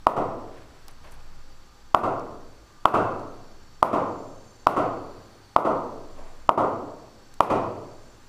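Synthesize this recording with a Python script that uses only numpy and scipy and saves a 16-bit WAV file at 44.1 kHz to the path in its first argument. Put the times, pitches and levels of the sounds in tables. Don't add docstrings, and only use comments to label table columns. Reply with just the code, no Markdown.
import sys
import numpy as np
from scipy import signal
from scipy.fft import rfft, irfft
from scipy.io import wavfile
from scipy.ndimage import uniform_filter1d, map_coordinates

SR = 44100
rng = np.random.default_rng(int(sys.argv[2]) if len(sys.argv) > 2 else 0)


def inscribe(sig):
    pcm = np.round(np.clip(np.atleast_2d(sig).T, -1, 1) * 32767)
    wavfile.write(sys.argv[1], SR, pcm.astype(np.int16))


def gain_from_db(level_db):
    decades = np.asarray(level_db, float) / 20
    return 10 ** decades


N = 365148

# (first touch [s], limiter lets go [s])
KNOCK_TIMES = [
    (.0685, .165),
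    (1.9465, 2.034),
    (2.8554, 2.939),
    (3.8279, 3.93),
    (4.6694, 4.765),
    (5.5631, 5.649),
    (6.4918, 6.576),
    (7.4058, 7.5),
]
# (blow [dB], contact [ms], blade pitch factor [1], surface crack [dB], room share [dB])
KNOCKS = [
    (-4.5, 1.42, 1.12, -25.5, -12.5),
    (-4, 1.333, 1.14, -26, -12.5),
    (0.5, 1.254, 1.126, -25.5, -12.5),
    (-3, 1.336, 1.074, -25, -10.5),
    (-4, 1.344, 1.147, -23.5, -10.5),
    (-4, 1.374, 1.08, -28.5, -10.5),
    (1, 1.36, 1.08, -28.5, -14.5),
    (-1, 1.425, 1.1, -22, -13),
]
# (frequency [Hz], level [dB])
BALL = [
    (2500, -16),
    (2650, -11),
    (2650, -6),
    (2300, -13),
    (2650, -12),
    (2600, -22),
    (2600, -22),
    (2450, -9),
]
OVERSHOOT_DB = [2.2, 3.24, 3.8, 2.05, 2.23, 2.3, 2.85, 2.45]
# (frequency [Hz], level [dB], t60 [s])
BLADE_MODES = [(277, -7.5, 0.013), (643, -1, 0.012), (960, 11, 0.008), (1134.5, 5, 0.012),
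               (1750, -7, 0.006)]
# (delay [ms], level [dB], sign [1])
ECHOES = [(-3.8, -36, 1), (-.5, -16, -1), (3.3, -19, 1), (5.3, -11, -1), (8.2, -22, 1), (10.8, -15, 1),
          (18, -17, -1), (21, -19, 1), (28, -19, 1)]
# (frequency [Hz], level [dB], t60 [s])
ROOM = [(45, -13, 0.96), (73.6, -16, 0.45), (96.1, 1.5, 2.17), (153, 1.5, 0.96), (195, -4, 1.39),
        (240, -1.5, 1.2), (429, 0.5, 1.091), (926, -8, 0.78), (1140, -9.5, 0.83), (1730, -5, 0.71),
        (2860, -6.5, 0.68), (4050, -10.5, 0.53), (8150, -12, 0.51), (15100, -3, 0.15)]
# (time [s], peak [dB], centre [Hz], t60 [s])
TICKS = [
    (0.883, -46.5, 4900, 0.015),
    (0.883, -41.5, 12500, 0.0077),
    (.912, -59, 9000, .02),
    (1.046, -64, 1500, .05),
    (1.113, -58, 9500, 0.018),
    (1.121, -53.5, 8400, 0.03),
    (1.14, -63, 9500, .04),
    (2.197, -52.5, 5140, 0.012),
    (3.196, -53, 4520, 0.011),
    (7.341, -47, 6470, 0.01),
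]
# (time [s], level [dB], contact [ms])
THUDS = [
    (1.032, -14.5, 1.2),
    (6.165, -9, 1.47),
]
# (time of peak [s], peak [dB], rise [s], t60 [s])
RUSTLES = [
    (.6, -58, 0.23, 0.59),
    (.78, -65, .1, 0.38),
    (.886, -54.5, 0.0069, 0.16),
    (1.035, -56, 0.0095, 1.14),
    (1.365, -93, .01, 0.31),
    (6.172, -58, .015, 1.4),
]
# (frequency [Hz], density [dB per Hz])
RUSTLE_COLOUR = [(150, -12), (400, -2), (900, -.5), (1500, -2), (2500, -7), (3600, -13), (6000, -22),
                 (12000, -26)]
# (frequency [Hz], width [Hz], level [dB])
WHINE = [(109, 12, -72), (484, 6.1, -72.5), (805, 20, -71.5), (1209, 40, -71), (1576, 56, -74.5),
         (4420, 210, -73.5), (4630, 87, -72.5), (5490, 150, -73.5), (5930, 260, -76), (7710, 160, -77)]
# (frequency [Hz], width [Hz], level [dB])
UPPER_WHINE = [(6330, 85, -84), (7190, 290, -82), (8700, 340, -89.5)]
# (time [s], level [dB])
LOAD = [(0, 1), (1.6, 6), (2.9, 10.5), (3.4, 7), (4.36, 13), (5.5, 7), (6.3, 11.5), (7.1, 7.5),
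        (8.28, 11.5)]
# (start [s], length [s], frequency [Hz], level [dB])
DRONES = [
    (1.1, .85, 528, -70),
    (1.2, .75, 818, -73),
    (2.58, .3, 1190, -67),
    (2.5, .4, 1540, -73),
]
# (time [s], level [dB])
RUMBLE = [(0.0, -44.5), (0.34, -47), (1.04, -42.5), (1.33, -41.5), (1.84, -49), (2.37, -43.5), (2.97, -53),
          (3.76, -47.5), (4.66, -52), (5.07, -45.5), (5.65, -51.5), (6.23, -43), (7.68, -52.5),
          (8.28, -48.5)]
# (frequency [Hz], density [dB per Hz])
RUMBLE_COLOUR = [(8, -26), (14, 25), (28, -37), (50, 1.5), (75, -8), (105, -22), (150, -14.5), (260, -44)]
# (frequency [Hz], density [dB per Hz])
HISS_COLOUR = [(90, -1), (130, 1), (300, 1), (550, -7.5), (900, -2.5), (1500, -4.5), (2200, -11),
               (3100, -12.5), (4200, -11.5), (5500, -14), (7400, -20), (8200, -24), (12000, -25.5),
               (15900, -29)]

DRIVE_DB, ROOM_DB = 17.7, 18.5
BUILD_MS = 13.7
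ECHO_BLUR_MS = 0.21
SNAP_HZ, BALL_T60_S, GRIT_TOP_HZ, GRIT_S = 1500, 0.021, 10000, 0.00055
SAG_S, SAG_SHARE, SAG_BACK_S = 5.62, 0.06, 0.3
LOOK_AHEAD_MS, RECOVERY_MS, CLIP_KNEE, TREBLE_END_HZ = 9.3, 1.8, 14, 15400


def ball_on_bat():
    out = np.zeros(N)
    common, *tails = reverb(count=len(KNOCKS) + 1)
    blur = np.exp(-1000 / (ECHO_BLUR_MS * SR))
    for (s, _), setting, (ball_hz, ball_db), own in zip(KNOCK_TIMES, KNOCKS, BALL, tails):
        db, contact_ms, pitch, crack_db, room_db = setting
        blow, push = gain_from_db(db + DRIVE_DB) * np.array(knock(contact_ms, pitch))
        snap, grit, ring = gain_from_db(db + DRIVE_DB + crack_db) * np.array(crack(ball_hz, ball_db))
        room_db = ROOM_DB + room_db
        add(out, s, gain_from_db(room_db) * signal.fftconvolve(blow, 0.79 * common + 0.83 * own))
        add(out, s, gain_from_db(room_db + 16) * signal.fftconvolve(snap, own - common))
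        add(out, s, gain_from_db(room_db + 7) * signal.fftconvolve(ring, own + common))
        add(out, s, blow - gain_from_db(-16) * push)
        add(out, s, grit + gain_from_db(8) * ring)
        dull = signal.lfilter([1 - blur], [1, -blur], blow)
        chance = rng.standard_normal((len(ECHOES), 2)) * (0.03, 1.5)
        for (ms, echo_db, sign), (late, loud_db) in zip(ECHOES, chance):
            arrival = s + ms / 1000 * (1 + late)
            add(out, arrival, sign * gain_from_db(echo_db + loud_db) * (dull if ms > 0 else blow))
            add(out, arrival, sign * gain_from_db(echo_db + 2 * loud_db - 10) * grit)
    return out


def knock(contact_ms, pitch):
    t = np.arange(3000) / SR
    push = np.sin(np.pi * np.clip(t * 1000 / contact_ms, 0, 1)) ** 2.645
    ring = sum(gain_from_db(db) * np.cos(2 * np.pi * hz * pitch * t) * decay(t, t60) for hz, db, t60 in BLADE_MODES)
    blow = -np.convolve(np.gradient(push), ring)[:len(t)]
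    return blow / np.max(np.abs(blow)), push


def crack(ball_hz, ball_db):
    t = np.arange(1200) / SR
    snap = np.exp(-t * 2 * np.pi * SNAP_HZ)
    noise = signal.lfilter(*signal.butter(2, GRIT_TOP_HZ, fs=SR), rng.standard_normal(len(t)))
    grit = gain_from_db(3) * noise * np.exp(-t / GRIT_S)
    ring = gain_from_db(ball_db - 6) * np.sin(2 * np.pi * ball_hz * t) * decay(t, BALL_T60_S)
    return snap, grit, ring


def reverb(count, size=50000):
    t, f = np.arange(size) / SR, np.fft.rfftfreq(size, 1 / SR) + 1
    noise = rfft(rng.standard_normal((count, size))) / np.sqrt(SR / 2)
    out = 0
    for hz in 40 * 2 ** np.arange(0, 8.7, 1 / 3):
        band = irfft(noise * np.clip(1 - 3 * np.abs(np.log2(f / hz)), 0, 1), size)
        t60 = curve(ROOM, hz, column=2, log=True)
        out = out + band * decay(t, t60) * gain_from_db(curve(ROOM, hz, log=True))
    return out * (1 - np.exp(-(t * 1000 / BUILD_MS) ** 2))


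def ticks():
    out, t = np.zeros(N), np.arange(2000) / SR
    for s, db, hz, t60 in TICKS:
        grain = shaped(lambda f: 1 / (1 + (2.2 * np.log2((f + 1) / hz)) ** 2), size=len(t))
        add(out, s - 0.001, gain_from_db(db + 4.5) * grain * decay(t, t60))
    return out + gain_from_db(-19) * signal.fftconvolve(out, reverb(count=1)[0])[:N]


def rustle():
    t, gate = np.arange(N) / SR, 0
    for s, db, rise, t60 in RUSTLES:
        fall_db = 60 * np.maximum(t - s, 0) / t60
        gate = gate + gain_from_db(db - fall_db) * np.clip(1 + (t - s) / rise, 0, 1)
    return gate * gain_from_db(3 + 2 * walk(90)) * coloured(RUSTLE_COLOUR)


def far_thuds():
    far = np.zeros(N)
    for s, db, contact_ms in THUDS:
        add(far, s, gain_from_db(db) * knock(contact_ms, pitch=0.99)[0])
    return signal.fftconvolve(far, reverb(count=1)[0])[:N]


def machine():
    t = np.arange(N) / SR
    whine = sum(gain_from_db(db + 1.6 * walk(1.5)) * band_noise(hz, width) for hz, width, db in WHINE)
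    upper = sum(gain_from_db(db + 1.7 * walk(3.7)) * band_noise(hz, width) for hz, width, db in UPPER_WHINE)
    speed = 1 - SAG_SHARE * (t > SAG_S) * np.exp(-((t - SAG_S) / SAG_BACK_S) ** 2)
    upper = map_coordinates(upper, [np.cumsum(speed) - 1], mode="mirror")
    return whine + gain_from_db(curve(LOAD, t)) * upper


def street():
    t = np.arange(N) / SR
    out = gain_from_db(curve(RUMBLE, t) + 3 + 1.1 * walk(23)) * coloured(RUMBLE_COLOUR)
    for s, span, hz, db in DRONES:
        swell = np.sqrt(2 * np.sin(np.pi * np.clip((t - s) / span, 0, 1)) + 1e-12)
        tone = np.sin(2 * np.pi * hz * np.cumsum(1 + 0.00445 * walk(2.7)) / SR)
        out += gain_from_db(db + 2 * walk(10)) * swell * tone
    return out


def hiss():
    return gain_from_db(-57 + 0.6 * walk(3)) * coloured(HISS_COLOUR)


def decay(t, t60):
    return np.exp(-np.log(1000) * t / t60)


def band_noise(hz, width):
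    return shaped(lambda f: 1 / (1 + (2 * (f - hz) / width) ** 2))


def coloured(table):
    return shaped(lambda f: gain_from_db(curve(table, f, log=True)) * (f > table[0][0]) * (f < table[-1][0]))


def shaped(gain_at, size=N):
    y = irfft(rfft(rng.standard_normal(size)) * gain_at(np.fft.rfftfreq(size, 1 / SR)), size)
    return y / np.std(y)


def walk(rate):
    k = int(SR / rate)
    held = np.repeat(rng.standard_normal(N // k + 1), k)
    return 1.25 * uniform_filter1d(uniform_filter1d(held, k), k)[:N]


def curve(table, at, column=1, log=False):
    rows = np.array(table, float)
    x, y = rows[:, 0], rows[:, column]
    return np.interp(np.log(at + 1e-9), np.log(x), y) if log else np.interp(at, x, y)


def add(track, s, sound):
    k = int(s * SR)
    track[k:k + len(sound)] += sound[:N - k]


def scene():
    return (ball_on_bat() + ticks() + rustle() + far_thuds() + machine() + street() + hiss())[None]


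def limiter(dry):
    t, gain_db = np.arange(N) / SR, np.zeros(N)
    for (s, free), over_db in zip(KNOCK_TIMES, OVERSHOOT_DB):
        peak = np.max(np.abs(dry[0, int(s * SR):int(free * SR)]))
        depth_db = over_db - 20 * np.log10(peak)
        down = np.clip((t - s + LOOK_AHEAD_MS / 1000) / 0.00014, 0, 1)
        held = np.exp(-np.maximum(t - free + 0.002, 0) * 1000 / RECOVERY_MS)
        gain_db += depth_db * down * held
    return dry * gain_from_db(gain_db)


def top_cut(x):
    return signal.sosfilt(signal.butter(12, 16520, fs=SR, output="sos"), x)


def record(dry):
    loud = limiter(dry)
    clipped = loud / (1 + np.abs(loud) ** CLIP_KNEE) ** (1 / CLIP_KNEE)
    mix = signal.sosfiltfilt(signal.ellip(8, 0.1, 30, TREBLE_END_HZ, fs=SR, output="sos"), clipped)
    return top_cut(mix)


dry = scene()
out = record(dry)
inscribe(out)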